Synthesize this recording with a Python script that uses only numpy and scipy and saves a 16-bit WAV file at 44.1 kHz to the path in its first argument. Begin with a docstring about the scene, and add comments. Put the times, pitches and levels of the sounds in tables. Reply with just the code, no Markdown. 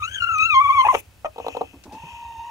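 """Hen in a nest box

Close on a stereo microphone, a hen on straw in a wooden box gives one long shrill squawk. The tone of
her syrinx steps down in pitch, cracks into pulses and ends in a rasp and a hiss of breath. She clucks
in short rattles, then starts a thin soft whine. Straw rustles as she shifts; a low throb runs beneath."""
import sys
import numpy as np
from scipy import signal
from scipy.fft import rfft, irfft, next_fast_len
from scipy.io import wavfile
from scipy.ndimage import uniform_filter1d, map_coordinates

SR = 44100
rng = np.random.default_rng(int(sys.argv[2]) if len(sys.argv) > 2 else 0)


def dump_mix(stems):
    """Bounce the given channels to the path in sys.argv[1] as a 16-bit WAV at rate SR."""
    frames = np.atleast_2d(stems).T  # one column per channel
    limited = np.clip(frames, -1, 1)  # hard clip at full scale
    pcm = np.round(limited * 32767).astype(np.int16)
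    wavfile.write(sys.argv[1], SR, pcm)


N = 110250
T = np.arange(N) / SR

# Pace of the throb: t/s, rate/Hz
THROB_RATE = [(0,9.25),(.9,9.25),(1.5,8.6),(2.5,7.7)]
# Its two modes: t/s, lower relative level/dB, upper relative level/dB
THROB_LEVELS = [(.75,-48.5,-50.5),(1.199,-53.5,-62.5),(2.4,-49.5,-62.5)]
# Their ring: f/Hz, t60/s
THROB_MODES = [(65,0.22),(100,0.38)]
# Background hiss: f/Hz, relative level/dB
FLOOR_COLOUR = [(25,-25),(80,-16.5),(400,-28),(1900,-35),(15500,-43.5)]
# Fundamental of the squawk: t/s, f/Hz, level/dB
SQUAWK_TONE = [(0.02,1224,-37),(0.022,1255,-27.5),(.055,1299,-31.5),(.07,1400,-39),(0.149,1626,-39),(0.184,1504,-31.5),(0.206,1418,-43),
               (0.234,1350,-20.5),(0.259,1415,-27),(.272,1379,-21),(0.285,1413,-37.5),(0.293,1391,-20),(0.337,1315,-19.5),(0.388,1254,-27),(0.408,1276,-19),(0.488,1334,-26.5),(0.541,1194,-18.5),
               (0.547,1048,-13.5),(.585,1075,-11),(0.616,1126,-15.5),(0.632,1161,-24),(.664,1113,-14),(0.683,1166,-26),(.708,1089,-12),(0.737,1130,-28.5),(0.759,1132,-18.5),(0.818,1036,-10.5),(0.829,1038,-23),
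               (0.842,1077,-17.5),(.848,699,-21),(0.852,852,-17),(0.868,836,-15),(0.869,1043,-17.5),(0.879,765,-21),(0.889,1093,-11),(0.913,1040,-13.5),(0.919,1016,-59),(0.927,841,-26.5),(0.94,558,-25)]
# Its overtones: t/s, second harmonic level/dB, upper harmonics base level/dB
SQUAWK_EDGE = [(.02,-57.5,-55),(.033,-28,-50),(.1,-41,-45),(.232,-26.5,-44.5),(.31,-35.5,-54.5),(.375,-28.5,-53),(.415,-17.5,-36),(.49,-23.5,-39.5),(.53,-20.5,-34.5),(.56,-27,-35.5),(.61,-31,-48.5),(.74,-30.5,-46.5),(.81,-26,-38),(.835,-43,-52),(.87,-36,-53.5),(.9,-32.5,-57),(.925,-46,-68)]
# Its hoarseness: t/s, roughness/0-1
SQUAWK_ROUGHNESS = [(.05,0.34),(.17,0.58),(.24,0.19),(.55,0.01),(.83,0.16),(.865,0.37),(.9,0.16),(.94,.4)]
# Throat resonances on the upper harmonics: f/Hz, gain/dB
FORMANTS = [(1800,6),(2550,21),(3150,4),(4100,-5),(4700,-24),(6450,-16.5),(7100,-23)]
# Air through the open beak: t/s, relative level/dB
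BREATH_LEVEL = [(0,-53.5),(.45,-57),(.9,-47.5),(.95,-41),(.995,-44.5),(1.02,-67)]
# Its spectrum: f/Hz, relative level/dB
BREATH_COLOUR = [(700,4.5),(1650,-1),(2550,17.5),(4600,-14.5),(6350,6),(7600,-3.5),(9700,2),(11300,-9),(13500,-7.5)]
# Ring of the box: f/Hz, t60/s
BOX_DECAY = [(300,0.16),(5000,0.0097)]
# Balance at the microphone: f/Hz, left minus right/dB
BALANCE = [(200,-2.5),(1200,4),(2200,11.5),(6500,6.5),(9000,-9.5)]
# Straw crackles: t/s, relative level/dB, t60/s
CRACKLES = [(0.384,-30.5,0.013),(1.837,-45,0.085),(1.923,-49.5,0.26)]
# Their spectrum: f/Hz, relative level/dB
STRAW_COLOUR = [(1500,-1),(6500,-1.5),(15000,-21.5)]
# Body against the box: t/s, relative level/dB, f/Hz
BUMPS = [(0.406,-44.5,285),(1.731,-46,275),(1.854,-42.5,287),(1.923,-41,255),(2.034,-44.5,171)]
# Crack, closing rasp, first cluck: t/s, length/s, pulse rate/Hz, level/dB, brightness/dB, scatter/cycles
RASPS = [(.852,0.038,418.4,-33.5,-1,0.22),(0.941,0.018,440.8,-18,-1,0.092),(1.2463,0.0038,675,-21,-19,.05),(1.25,0.018,619,-24,-12.5,0.026)]
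# Throat in a rasp: f/Hz, gain/dB
RASP_COLOUR = [(150,-19.5),(450,-3),(900,1.5),(1300,-4),(1600,-15),(2500,-6),(3100,-11),(4600,-38.5),(6200,-24),(8000,-41.5)]
# Air with the beak closed: t/s, level/dB
WHEEZE_LEVEL = [(1.3,-67.5),(1.42,-47.5),(1.52,-42.5),(1.88,-65.5),(2.0,-50),(2.11,-44.5),(2.3,-53.5)]
# Its spectrum: f/Hz, relative level/dB
WHEEZE_COLOUR = [(2250,-18.5),(2600,5.5),(2780,-8),(3200,-7.5),(3900,-34.5),(6500,-18),(9000,-35)]
# Clucks: t/s, strength/dB, brightness/dB
CLUCKS = [(1.361,-24.5,-4),(1.382,-17.5,-1),(1.399,-17.5,-8),(1.445,-21,-22),(1.464,-13,-4.5),(1.482,-14,4),(1.549,-17.5,-7),(1.567,-13,-2),(1.610,-9.5,-12.5)]
# Ring of throat and box in a cluck: f/Hz, gain/dB
CLUCK_COLOUR = [(100,-31.5),(290,-5.5),(370,-22),(460,-2.5),(940,-5),(1300,-20),(1700,-34.5),(4050,-26),(4600,-43.5),(9000,-46)]
# Course of the whine: t/s, f/Hz, level/dB, roughness/0-1
WHINE_TONE = [(1.89,817,-42,1),(2.0,910.4,-36.5,.35),(2.11,942.4,-40.5,.4),(2.37,916.8,-34,.15),(2.5,944,-33,0.36)]
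# Its harmonics, from the first: relative level/dB
WHINE_HARMONICS = [-2, -26.5, -23, -31, -42, -37.5, -32.5]

FLUTTER_HZ, TREMBLE_DB = 422.4, 1.4  # speed of the voice's roughness; quiver in its level
OVERTONE_FLUTTER = 0.38  # upper overtones break up even where the voice is clear


def amp(db):
    """Decibels to gain."""
    return 10 ** (np.asarray(db) / 20)


def unit(x):
    """Scaled to rms 1."""
    return x / np.sqrt(np.mean(x ** 2) + 1e-20)


def along(points, hz):
    """A table's value at hz, on a log frequency axis."""
    f, v = np.transpose(points)
    return np.interp(np.log(hz + 1), np.log(f + 1), v)


def curves(rows):
    """One value per sample for each column after the time."""
    s, *cols = np.transpose(rows)
    return [np.interp(T, s, c) for c in cols]


def gate(start, end, fade):
    """1 between two times, with soft edges."""
    return np.clip((T - start) / fade, 0, 1) * np.clip((end - T) / fade, 0, 1)


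def puff(start, t60, attack):
    """A quick rise and an exponential fall."""
    t = np.maximum(T - start, 0)
    return (1 - np.exp(-t / attack)) * amp(-60 * t / t60)


def wobble(rate):
    """A smooth random curve, rate knots a second."""
    return map_coordinates(rng.standard_normal(N // 8), [T * rate], mode="wrap")


def filtered(x, response):
    """x through a complex frequency response."""
    m = next_fast_len(N + SR // 2)
    return irfft(rfft(x, m) * response(np.fft.rfftfreq(m, 1 / SR)), m)[..., :N]


def noise(colour, channels=1):
    """Coloured noise of rms 1."""
    return unit(filtered(rng.standard_normal((channels, N)), lambda hz: amp(along(colour, hz))))


def background():
    """A low throb that slows and softens, over a faint even hiss."""
    rate, = curves(THROB_RATE)
    beats = np.diff(np.floor(np.cumsum(rate) / SR + .12), prepend=-1)
    modes = [puff(0, t60, 0.004) * np.sin(2 * np.pi * hz * T) for hz, t60 in THROB_MODES]
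    rings = [unit(signal.fftconvolve(beats, mode)[:N]) for mode in modes]
    low, high = [amp(db) * ring for db, ring in zip(curves(THROB_LEVELS), rings)]
    throb = filtered(low - high, lambda hz: amp(along([(28, -46), (55, -5), (105, 3)], hz)))
    return throb + amp(-58.5) * (noise(FLOOR_COLOUR) + noise(FLOOR_COLOUR, channels=2))


def squawk(jitter=0.046, richness=0.88, swing_db=2.5, whistle_hz=6473, whistle_db=-43.5):
    """A nearly pure syrinx tone with overtones shaped by the throat; it flutters where it is rough."""
    hz, swell = curves([(s, pitch, amp(db)) for s, pitch, db in SQUAWK_TONE])
    first_db = 20 * np.log10(swell)
    second_db, upper_db = curves(SQUAWK_EDGE)
    rough, = curves(SQUAWK_ROUGHNESS)
    waver = 1 + jitter * rough * wobble(FLUTTER_HZ) + 0.017 * wobble(100)
    phase = 2 * np.pi * np.cumsum(hz * waver) / SR
    # upper overtones rise with each swell of the voice
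    upper_db += richness * (first_db - uniform_filter1d(first_db, int(0.1 * SR)))
    overtones = [second_db] + [upper_db + along(FORMANTS, k * hz) for k in range(3, 7)]
    levels = [first_db + TREMBLE_DB * wobble(85.32)] + [db + swing_db * wobble(85) for db in overtones]
    shake = rough * wobble(170)
    tone = 0
    for k, db in enumerate(levels, 1):
        flutter = (0.57 * rough + OVERTONE_FLUTTER * (k > 2)) * wobble(FLUTTER_HZ)
        tone += amp(db) * (1 + shake + flutter) * np.sin(k * phase)
    # a high throat resonance sings when an overtone crosses it
    whistle = sum(np.sin(k * phase) / (1 + ((k * hz - whistle_hz) / 170) ** 2) for k in (4, 5))
    whistle *= amp(whistle_db + swing_db * wobble(54)) * gate(0.026, 0.47, 0.0079)
    grain = 1 + amp(-38) * wobble(1100)
    return np.sqrt(2) * (tone + whistle) * grain * gate(0, 0.96, 0.0041)


def breath():
    """Air through the open beak, strongest as the squawk collapses, ending in a bright hiss."""
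    db, = curves(BREATH_LEVEL)
    flow = 0.81 * noise(BREATH_COLOUR) + noise(BREATH_COLOUR, channels=2)
    hiss = amp(-41) * noise([(5000, -15.5), (11000, -2.5)], channels=2)
    return amp(db + 3.5) * flow * gate(0, 1.07, 0.0081) + hiss * gate(0.98, 1.012, 0.0067)


def box(x):
    """The short wooden ring of the nest box, about 3 ms behind the voice."""
    hz, t, spectrum = signal.stft(rng.standard_normal((2, SR // 3)), SR, nperseg=256)
    decay = amp(-60 * t / along(BOX_DECAY, hz)[:, None])
    tail = signal.istft(spectrum * decay, SR, nperseg=256)[1]
    return signal.fftconvolve(np.pad(x, (130, 0))[None], tail / np.linalg.norm(tail[0]), axes=1)[:, :N]


def at_microphone(x, lag_s=.00016):
    """Close placement: the left side hears it slightly later, and the balance varies with frequency."""
    side = np.array([[.5], [-.5]])
    def response(hz):
        gain = amp(side * along(BALANCE, hz))
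        return gain / gain.mean(axis=0) * np.exp(-2j * np.pi * hz * side * lag_s)
    return filtered(x, response)


def nest():
    """Straw crackles, and the hen's body bumps softly against the box."""
    straw = noise(STRAW_COLOUR, channels=2)
    straw *= sum(amp(db + 1) * puff(s, t60, attack=0.00018) for s, db, t60 in CRACKLES)
    bumps = 0
    for s, db, hz in BUMPS:
        wood = noise([(hz / 2, -22), (hz, 0), (hz * 1.44, -15), (hz * 3, -16), (hz * 10, -50)])
        bumps += amp(db + 6) * puff(s, t60=0.17, attack=0.0042) * wood
    return at_microphone(straw) + bumps


def throat(colour, bright_db, size=2048):
    """The throat's ring after one pulse, its treble tilted by bright_db."""
    hz = np.fft.rfftfreq(size, 1 / SR)
    db = along(colour, hz) + bright_db * along([(1000, 0.11), (2500, 1)], hz)
    cepstrum = irfft(np.log(amp(db)))
    cepstrum[1:size // 2] *= 2  # folded to minimum phase
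    cepstrum[size // 2:] = 0
    return irfft(np.exp(rfft(cepstrum)))


def syrinx_burst(start, length, rate_hz, ring, scatter):
    """A short swell of uneven syrinx pulses through the throat, rms 1 over its length."""
    s = np.arange(0, length, 1 / rate_hz)
    chance = rng.standard_normal((64, 2))[:len(s)]
    size = np.sin(np.pi * (s + .5 / rate_hz) / (length + 1 / rate_hz)) * amp(2.7 * chance[:, 0])
    at = np.round((start + s + scatter * chance[:, 1] / rate_hz) * SR).astype(int)
    voiced = signal.fftconvolve(np.bincount(at, size, N), ring)[:N]
    return voiced / np.sqrt(np.sum(voiced ** 2) / (length * SR))


def rasps():
    """The syrinx drops into slow, hard pulses."""
    return sum(amp(db) * syrinx_burst(s, length, hz, throat(RASP_COLOUR, bright), scatter)
               for s, length, hz, db, bright, scatter in RASPS)


def wheeze():
    """The hen's nasal hiss between and under her calls."""
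    db, = curves(WHEEZE_LEVEL)
    return amp(db) * noise(WHEEZE_COLOUR) * gate(0.87, 2.6, .05)


def clucks(pulse_hz=440):
    """Each cluck is a handful of syrinx pulses; stronger ones last longer."""
    rattle = 0
    for s, db, bright in CLUCKS:
        length = max(.012 + .0004 * db, .003)
        ring = throat(CLUCK_COLOUR, bright)
        rattle += amp(db - 9) * syrinx_burst(s, length, pulse_hz, ring, scatter=0.17)
    return rattle


def whine():
    """A thin, trembling closed-beak note that starts hoarse, clears, and turns hoarse again at the end; its
    overtones stay ragged."""
    hz, db, rough = curves(WHINE_TONE)
    waver = 1 + (0.0515 * rough + 0.0089) * wobble(FLUTTER_HZ)
    phase = 2 * np.pi * np.cumsum(hz * waver) / SR
    tone = 0
    for k, level in enumerate(WHINE_HARMONICS, 1):
        flutter = (rough + OVERTONE_FLUTTER * (k > 1)) * wobble(230)
        tone += amp(level) * (1 + flutter) * np.sin(k * phase)
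    envelope = amp(db + TREMBLE_DB * wobble(65)) * gate(1.888, 2.6, 0.0089)
    return np.sqrt(2) * envelope * tone / np.sqrt(1 + rough ** 2)


def scene():
    """The hen close by in her box, mostly left of centre; the direct whine reaches both sides alike."""
    call, pulses, soft_call = squawk(), rasps() + clucks(), whine()
    direct = call + pulses + breath() + wheeze()
    box_ring = amp(-17) * box(call + soft_call) + amp(-14.5) * box(pulses)
    return at_microphone(direct + box_ring) + soft_call + nest() + background()


def record(dry, top_hz=15750):
    """The recorder keeps nothing above its band limit."""
    return filtered(dry, lambda hz: hz < top_hz)


dry = scene()
out = record(dry)
dump_mix(out)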